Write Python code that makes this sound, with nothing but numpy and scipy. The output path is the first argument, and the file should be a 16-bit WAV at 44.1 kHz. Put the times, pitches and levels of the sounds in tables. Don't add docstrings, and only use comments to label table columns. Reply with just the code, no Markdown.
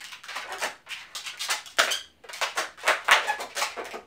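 import sys
import numpy as np
from scipy import signal
from scipy.io import wavfile

SR = 44100
rng = np.random.default_rng(int(sys.argv[2]) if len(sys.argv) > 2 else 0)


def persist_wave(psi):
    counts = np.round(np.clip(psi, -1, 1) * 32767).astype(np.int16)
    wavfile.write(sys.argv[1], SR, np.atleast_2d(counts).T)


def field_ratio(decibels):
    return 10 ** (np.asarray(decibels, dtype=float) / 20)


N = 179310


def at_hz(points, hz, axis=1):
    table = np.array(points)
    return np.interp(np.log(hz), np.log(table[:, 0]), table[:, axis])


def resonance(x, hz, width_hz):
    r = np.exp(-np.pi * width_hz / SR)
    top = (1 - r * r) / 2
    return signal.lfilter([top, 0, -top], [1, -2 * r * np.cos(2 * np.pi * hz / SR), r * r], x)


def butter(x, hz, kind, order=2):
    return signal.sosfilt(signal.butter(order, hz, kind, fs=SR, output="sos"), x)


def noise_bands(size):
    white = rng.standard_normal((2, size))
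    edges = 25 * 2 ** np.arange(0, 9.6, .5)
    return [(np.sqrt(low * high), butter(white[k % 2], [low, high], "band"))
            for k, (low, high) in enumerate(zip(edges, edges[1:]))]


# (pitch_hz [Hz], level_db [dB per Hz])
HUSH_COLOUR = [(25, -46.5), (60, -14), (200, -14), (450, -16), (1300, -24.5), (3150, -24), (6000, -42),
               (15000, -27)]
HUSH_DB = -62.5


def still_air():
    hush = sum(field_ratio(at_hz(HUSH_COLOUR, hz)) * band for hz, band in noise_bands(N + SR))[SR:]
    return field_ratio(HUSH_DB) * hush / hush.std()


# (start_s [s], level_db [dB])
TRAFFIC = [(0.0, -81), (0.18, -96), (0.35, -86), (0.49, -70), (1.39, -84), (1.94, -66.5), (2.179, -73),
           (2.33, -86), (2.58, -84), (2.71, -73), (3.22, -71.5), (4.06, -67.5)]


def far_traffic():
    hum_hz, width_hz = 72, 18.0
    rumble = rng.standard_normal(N + SR)
    rumble = resonance(resonance(rumble, hum_hz, width_hz), hum_hz, width_hz)[SR:]
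    rumble = rumble / np.abs(signal.hilbert(rumble)) ** .7
    level_db = np.interp(np.arange(N) / SR, *np.transpose(TRAFFIC))
    return field_ratio(level_db) * rumble / rumble.std()


# (pitch_hz [Hz], time_to_fall_60_db_s [s], level_db [dB])
WALL_ECHO = [(200, 0.34, 3.5), (565, 0.25, -0.5), (1460, 0.3, 3), (3680, 0.28, 0.5), (9700, 0.26, -9.5),
             (15000, 0.18, -2.5)]
ECHO_DB = 4.5
FIRST_ECHO_S, BUILD_S = 0.00087, 0.0021
SHARED = 0.27
SPARSE_DB, SPARSE_S = 5, .04


def walls(events):
    t = np.arange(SR // 2) / SR
    hz, bands = zip(*noise_bands(2 * SR))
    bands = np.array(bands)
    fall_db = 60 * t / at_hz(WALL_ECHO, hz)[:, None]
    fades = field_ratio(at_hz(WALL_ECHO, hz, axis=2)[:, None] - fall_db)
    patches = butter(rng.standard_normal(2 * SR), 1860, "low")
    out = np.zeros(N + SR)
    for start_s, sound in events:
        first = rng.integers(SR // 2, SR)
        own = slice(first, first + len(t))
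        echo = np.sum((bands[:, own] + SHARED * bands[:, -len(t):]) * fades, axis=0)
        echo *= field_ratio(SPARSE_DB * np.exp(-t / SPARSE_S) * patches[own] / patches.std())
        echo *= 1 - np.exp(-np.clip(t - FIRST_ECHO_S, 0, 1) / BUILD_S)
        echo *= field_ratio(ECHO_DB) / np.sqrt(np.sum(echo ** 2))
        echo[0] = 1
        heard = signal.fftconvolve(sound, echo)
        at = round(start_s * SR)
        out[at:at + len(heard)] += heard
    return out[:N]


def slips(length, per_s, uneven, swell_db, arch, glide=0):
    luck = rng.standard_normal((7, 200))
    luck[1:4, 0] = 0.56
    scatter = luck[0] - luck[0, :int(length * per_s) + 2].mean()
    gaps = np.exp(uneven * scatter) / per_s
    times = np.cumsum(gaps) - gaps[0]
    times = times + glide * .008 * (1 - np.exp(-times / .008))
    keep = times <= length
    share = np.clip(times / length, 0, 1)
    sizes = field_ratio(4 * uneven * luck[1:4] + swell_db * share)
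    sizes = sizes * np.sin(np.pi * (.04 + .92 * share)) ** arch
    signs = np.where(luck[4:] * uneven > .3, -1, 1)
    at = times[keep] * SR
    trains = np.full((3, int((length + .025) * SR)), 1e-18)
    for train, size in zip(trains, (sizes * signs)[:, keep]):
        np.add.at(train, at.astype(int), size * (1 - at % 1))
        np.add.at(train, at.astype(int) + 1, size * (at % 1))
    grain = rng.standard_normal(SR // 4)[:trains.shape[1]]
    fizz = grain * butter(np.abs(trains[2]), 390, "low", order=1)
    trains[2] += 14 * uneven ** 2 * fizz
    return trains


# (start_s [s], level_db [dB])
GRIP_FREEDOM = [(0.0, -5), (0.25, -4), (0.3, -3.5), (0.65, 1), (0.95, -5.5), (1.25, -5.5), (1.49, 3),
                (1.8, 0.5), (2.24, 2.5), (2.42, -2.5), (2.58, 1), (2.86, -1), (3.05, -0.5), (3.2, 8),
                (3.41, 3.5), (3.57, 3.5), (3.77, 6.5), (3.95, 10)]


def boom_db(s, skin_hz):
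    tightness_octaves = np.log2(skin_hz / 10 ** 3)
    return np.interp(s, *np.transpose(GRIP_FREEDOM)) - 10 * tightness_octaves


# (pitch_hz [Hz], width_hz [Hz], level_db [dB])
TUBE_RINGS = [
    (407.4, 422, -3),
    (533, 199, 5),
    (850, 590, -4.5),
]


def latex(length, trains, skin_db, skin_hz, tube_db, crackle_db, q=1.9, skirt_db=0):
    width_hz = skin_hz / q
    skin = resonance(resonance(trains[0], skin_hz, width_hz), skin_hz, width_hz)
    skirt = butter(trains[0], [800, 2.31 * skin_hz], "band")
    skin = butter(skin + field_ratio(skirt_db) * skirt, 933, "high")
    size = field_ratio(0.29 * np.clip(tube_db, -20, 15))
    tube = sum((-1) ** k * field_ratio(db) * resonance(trains[1], hz / size, width)
               for k, (hz, width, db) in enumerate(TUBE_RINGS))
    tube = butter(butter(tube, 300 / size, "high"), 1200, "low")
    crackle = butter(trains[2], 3500, "high")
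    parts = (skin, 0), (tube, tube_db), (crackle, crackle_db)
    return sum(field_ratio(skin_db + db) * part * np.sqrt(length * SR / np.sum(part ** 2)) for part, db in parts)


def rub_slips_per_s(skin_hz):
    return 500 + .3 * skin_hz


# (start_s [s], length_s [s], skin_db [dB], skin_pitch_hz [Hz])
LIGHT_SLIDES = [(0.0, 0.0093, -50, 2290), (0.331, 0.056, -47, 2322), (0.471, 0.049, -51, 892),
                (0.941, 0.068, -54.5, 2187), (0.984, 0.05, -55, 1703), (1.051, 0.1, -63.5, 1135),
                (1.329, 0.012, -54.5, 1207), (1.55, 0.044, -52, 3305), (2.49, 0.021, -50, 2610),
                (2.949, 0.083, -60, 1210), (3.008, 0.046, -58.5, 1316), (3.199, 0.14, -48.5, 1941),
                (3.49, 0.039, -55.5, 2360), (3.685, 0.046, -53.5, 2080), (3.857, 0.046, -64.5, 1273)]
# (start_s [s], length_s [s], skin_db [dB], skin_pitch_hz [Hz], crackle_db [dB re skin])
FIRM_DRAGS = [(0.282, 0.0084, -42, 1570, -3), (0.284, 0.041, -49, 1945, -2), (0.355, 0.016, -42, 990, 3),
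              (0.406, 0.016, -44.5, 1707, -4), (0.439, 0.016, -48.5, 980, -19),
              (0.601, 0.042, -42.5, 1310, 5), (1.256, 0.022, -41, 2634, 2.5),
              (1.41, 0.049, -47.5, 2506, 12), (1.485, 0.0072, -35, 1700, -18),
              (1.498, 0.021, -34, 1984, 10), (1.816, 0.036, -61.5, 1283, 26.5),
              (2.352, 0.037, -54, 2290, 8), (2.417, 0.023, -35.5, 2710, 0), (2.551, 0.035, -47.5, 952, 2.5),
              (2.791, 0.026, -53.5, 2280, 4.5), (2.847, 0.01664, -42.5, 1100, -3),
              (3.381, 0.019, -51.5, 1060, -1), (3.401, 0.014, -42.5, 928, 7),
              (3.551, 0.0081, -45.5, 1403, 9), (3.566, 0.033, -43.5, 1445, 13),
              (3.606, 0.033, -38.5, 2370, 6.5), (3.765, 0.042, -46.5, 963, -10),
              (3.933, 0.011, -49.5, 874, 2.5), (1.148, 0.013, -52.5, 760, -23)]
SLIDE_CRACKLE_DB = -3.5


def slides_and_drags():
    slides = [(*row, SLIDE_CRACKLE_DB) for row in LIGHT_SLIDES]
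    for s, length, db, hz, crackle_db in list(FIRM_DRAGS) + slides:
        trains = slips(length, rub_slips_per_s(hz), uneven=.65, swell_db=-1.5, arch=0.41)
        yield s, latex(length, trains, db, hz, boom_db(s, hz), crackle_db)


# (start_s [s], length_s [s], skin_db [dB], skin_pitch_hz [Hz], crackle_db [dB re skin])
HARD_JERKS = [(0.0094, 0.0089, -46.5, 1877, 4.5), (0.046, 0.013, -50.5, 2960, 0),
              (0.086, 0.00375, -47, 2900, 2), (0.117, 0.017, -47.5, 2710, -2),
              (0.241, 0.011, -58, 1510, 9.5), (0.375, 0.0099, -45, 2030, -21),
              (0.864, 0.013, -52.5, 1158, -20), (1.152, 0.021, -51.5, 4380, 17.5),
              (1.203, 0.02, -53, 3510, -14), (1.24, 0.013, -46, 2610, 0), (1.659, 0.0054, -46, 3170, 9),
              (1.698, 0.029, -58.5, 4720, 5.5), (1.79, 0.0076, -35.5, 1340, 16),
              (1.886, 0.056, -46, 2137, -23), (2.238, 0.0053, -50.5, 1046, -8),
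              (2.288, 0.012, -46, 1495, -4), (2.332, 0.0095, -43, 2114, 8.5),
              (2.414, 0.0042, -28.5, 1054, -1.5), (2.573, 0.034, -40, 936, 7.5),
              (2.776, 0.016, -52.5, 1495, -3), (2.833, 0.01237, -43.5, 1020, -2),
              (3.047, 0.024, -55.5, 993, 9), (3.08, 0.019, -40.5, 1400, -22),
              (3.394, 0.0072, -45.5, 827, -3)]


def jerks():
    for s, length, db, hz, crackle_db in HARD_JERKS:
        trains = slips(length, rub_slips_per_s(hz), uneven=.6, swell_db=-9, arch=0)
        yield s, latex(length, trains, db, hz, boom_db(s, hz), crackle_db)


# (start_s [s], length_s [s], skin_db [dB], slips_per_s [1/s], skin_pitch_hz [Hz])
SLOW_CREAKS = [
    (0.89, 0.018, -43.5, 290, 2330),
    (0.908, 0.0223, -41.5, 215, 2720),
    (1.396, 0.023, -40.5, 390, 3860),
]


def creaks():
    for s, length, db, per_s, hz in SLOW_CREAKS:
        crackle_db = 2.5 + 6 * np.log2(per_s / 300)
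        trains = slips(length, per_s, uneven=0.073, swell_db=8.5, arch=0)
        yield s, latex(length, trains, db, hz, -34, crackle_db, q=1.84, skirt_db=-9)


# (start_s [s], length_s [s], skin_db [dB], pitch_hz [Hz],
# start_lag [share of the pitch by which the start lags])
FAST_SQUEAKS = [
    (0.508, 0.021, -42.5, 371.6, -0.0029),
    (1.9082, 0.021, -34.5, 1629, 0.097),
    (3.2712, 0.022, -35, 834.6, -0.045),
    (3.301, 0.0083, -61, 860, -0.041),
]
SLACK_HZ, TUBE_TOP_HZ = 1120, 1100


def squeaks():
    for s, length, db, per_s, glide in FAST_SQUEAKS:
        waver = (per_s / 5200) ** 3
        trains = slips(length, per_s, uneven=waver, swell_db=0, arch=.1, glide=glide)
        hz = max(2.14 * per_s, SLACK_HZ)
        crackle_db = 1.5 + 9.5 * np.log2(per_s / 10 ** 3)
        tube_db = boom_db(s, hz) + 3 - 12 * (per_s > TUBE_TOP_HZ)
        yield s, latex(length, trains, db, hz, tube_db, crackle_db, q=2.1, skirt_db=-9)


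# (start_s [s], skin_db [dB], skin_pitch_hz [Hz], crackle_db [dB re skin])
LONE_SNAPS = [(0.5849, -36.5, 1520, 7), (0.637, -25, 755, 5.5), (1.3751, -40.5, 2200, 5),
              (1.7707, -42, 1880, 10.5), (1.7862, -12, 1230, -19), (2.868, -20, 1280, -5),
              (2.8783, -20, 1260, 0), (2.8806, -13.5, 1026, -2), (2.9093, -23, 1180, -10),
              (3.1117, -10, 1777, 0.5), (3.1201, -14.5, 2660, -25), (3.13, -25.5, 2220, -19),
              (3.1424, -45, 2200, -24), (3.156, -21.5, 1290, -37), (3.845, -53.5, 940, 17),
              (3.8541, -33, 1860, 3.5), (3.9101, -34, 2400, 0.5), (3.9347, -50, 950, -21)]
# (start_s [s], skin_db [dB], skin_pitch_hz [Hz], crackle_db [dB re skin])
RUB_TICKS = [(0.0429, -40, 3020, 11), (0.1209, -34.5, 2360, 1), (0.236, -41.5, 1570, 3),
             (0.5236, -29.5, 1180, 2), (0.6242, -26, 1400, -20), (1.1509, -31, 3740, 0),
             (1.8756, -22.5, 1120, -8), (2.577, -22, 1550, -2.5), (3.0838, -19, 1140, -6.5),
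             (3.5665, -26.5, 1700, -9), (3.616, -25, 1410, 3)]
SNAP_S, SNAP_TUBE_DB = 0.0011, -3.5


def snaps():
    for s, db, hz, crackle_db in list(LONE_SNAPS) + list(RUB_TICKS):
        trains = slips(1.2 / hz, hz, uneven=.3, swell_db=-7.5, arch=0)
        yield s, latex(SNAP_S, trains, db, hz, boom_db(s, hz) + SNAP_TUBE_DB, crackle_db)


def balloon():
    for source in (slides_and_drags, jerks, creaks, squeaks, snaps):
        yield from source()


def scene():
    return (walls(balloon()) + still_air() + far_traffic())[None]


def microphone(x):
    edge_hz, flat_hz = 9000, 10740
    poles, zeros = (signal.butter(6, hz, fs=SR, output="zpk")[1] for hz in (edge_hz, flat_hz))
    gain = np.abs(np.prod(1 - poles) / np.prod(1 - zeros))
    x = signal.sosfilt(signal.zpk2sos(zeros, poles, gain), x)
    x = x + 0.1 * butter(x ** 2, 150, "low") - 0.00043
    x = 1.5 * np.tanh(x / 1.5)
    return signal.sosfilt(signal.cheby2(16, 34, 15850, fs=SR, output="sos"), x)


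def roll_off(x):
    return signal.sosfilt(signal.butter(12, 16730, fs=SR, output="sos"), x)


def record(dry):
    mix = microphone(dry)
    return roll_off(mix)


dry = scene()
out = record(dry)
persist_wave(out)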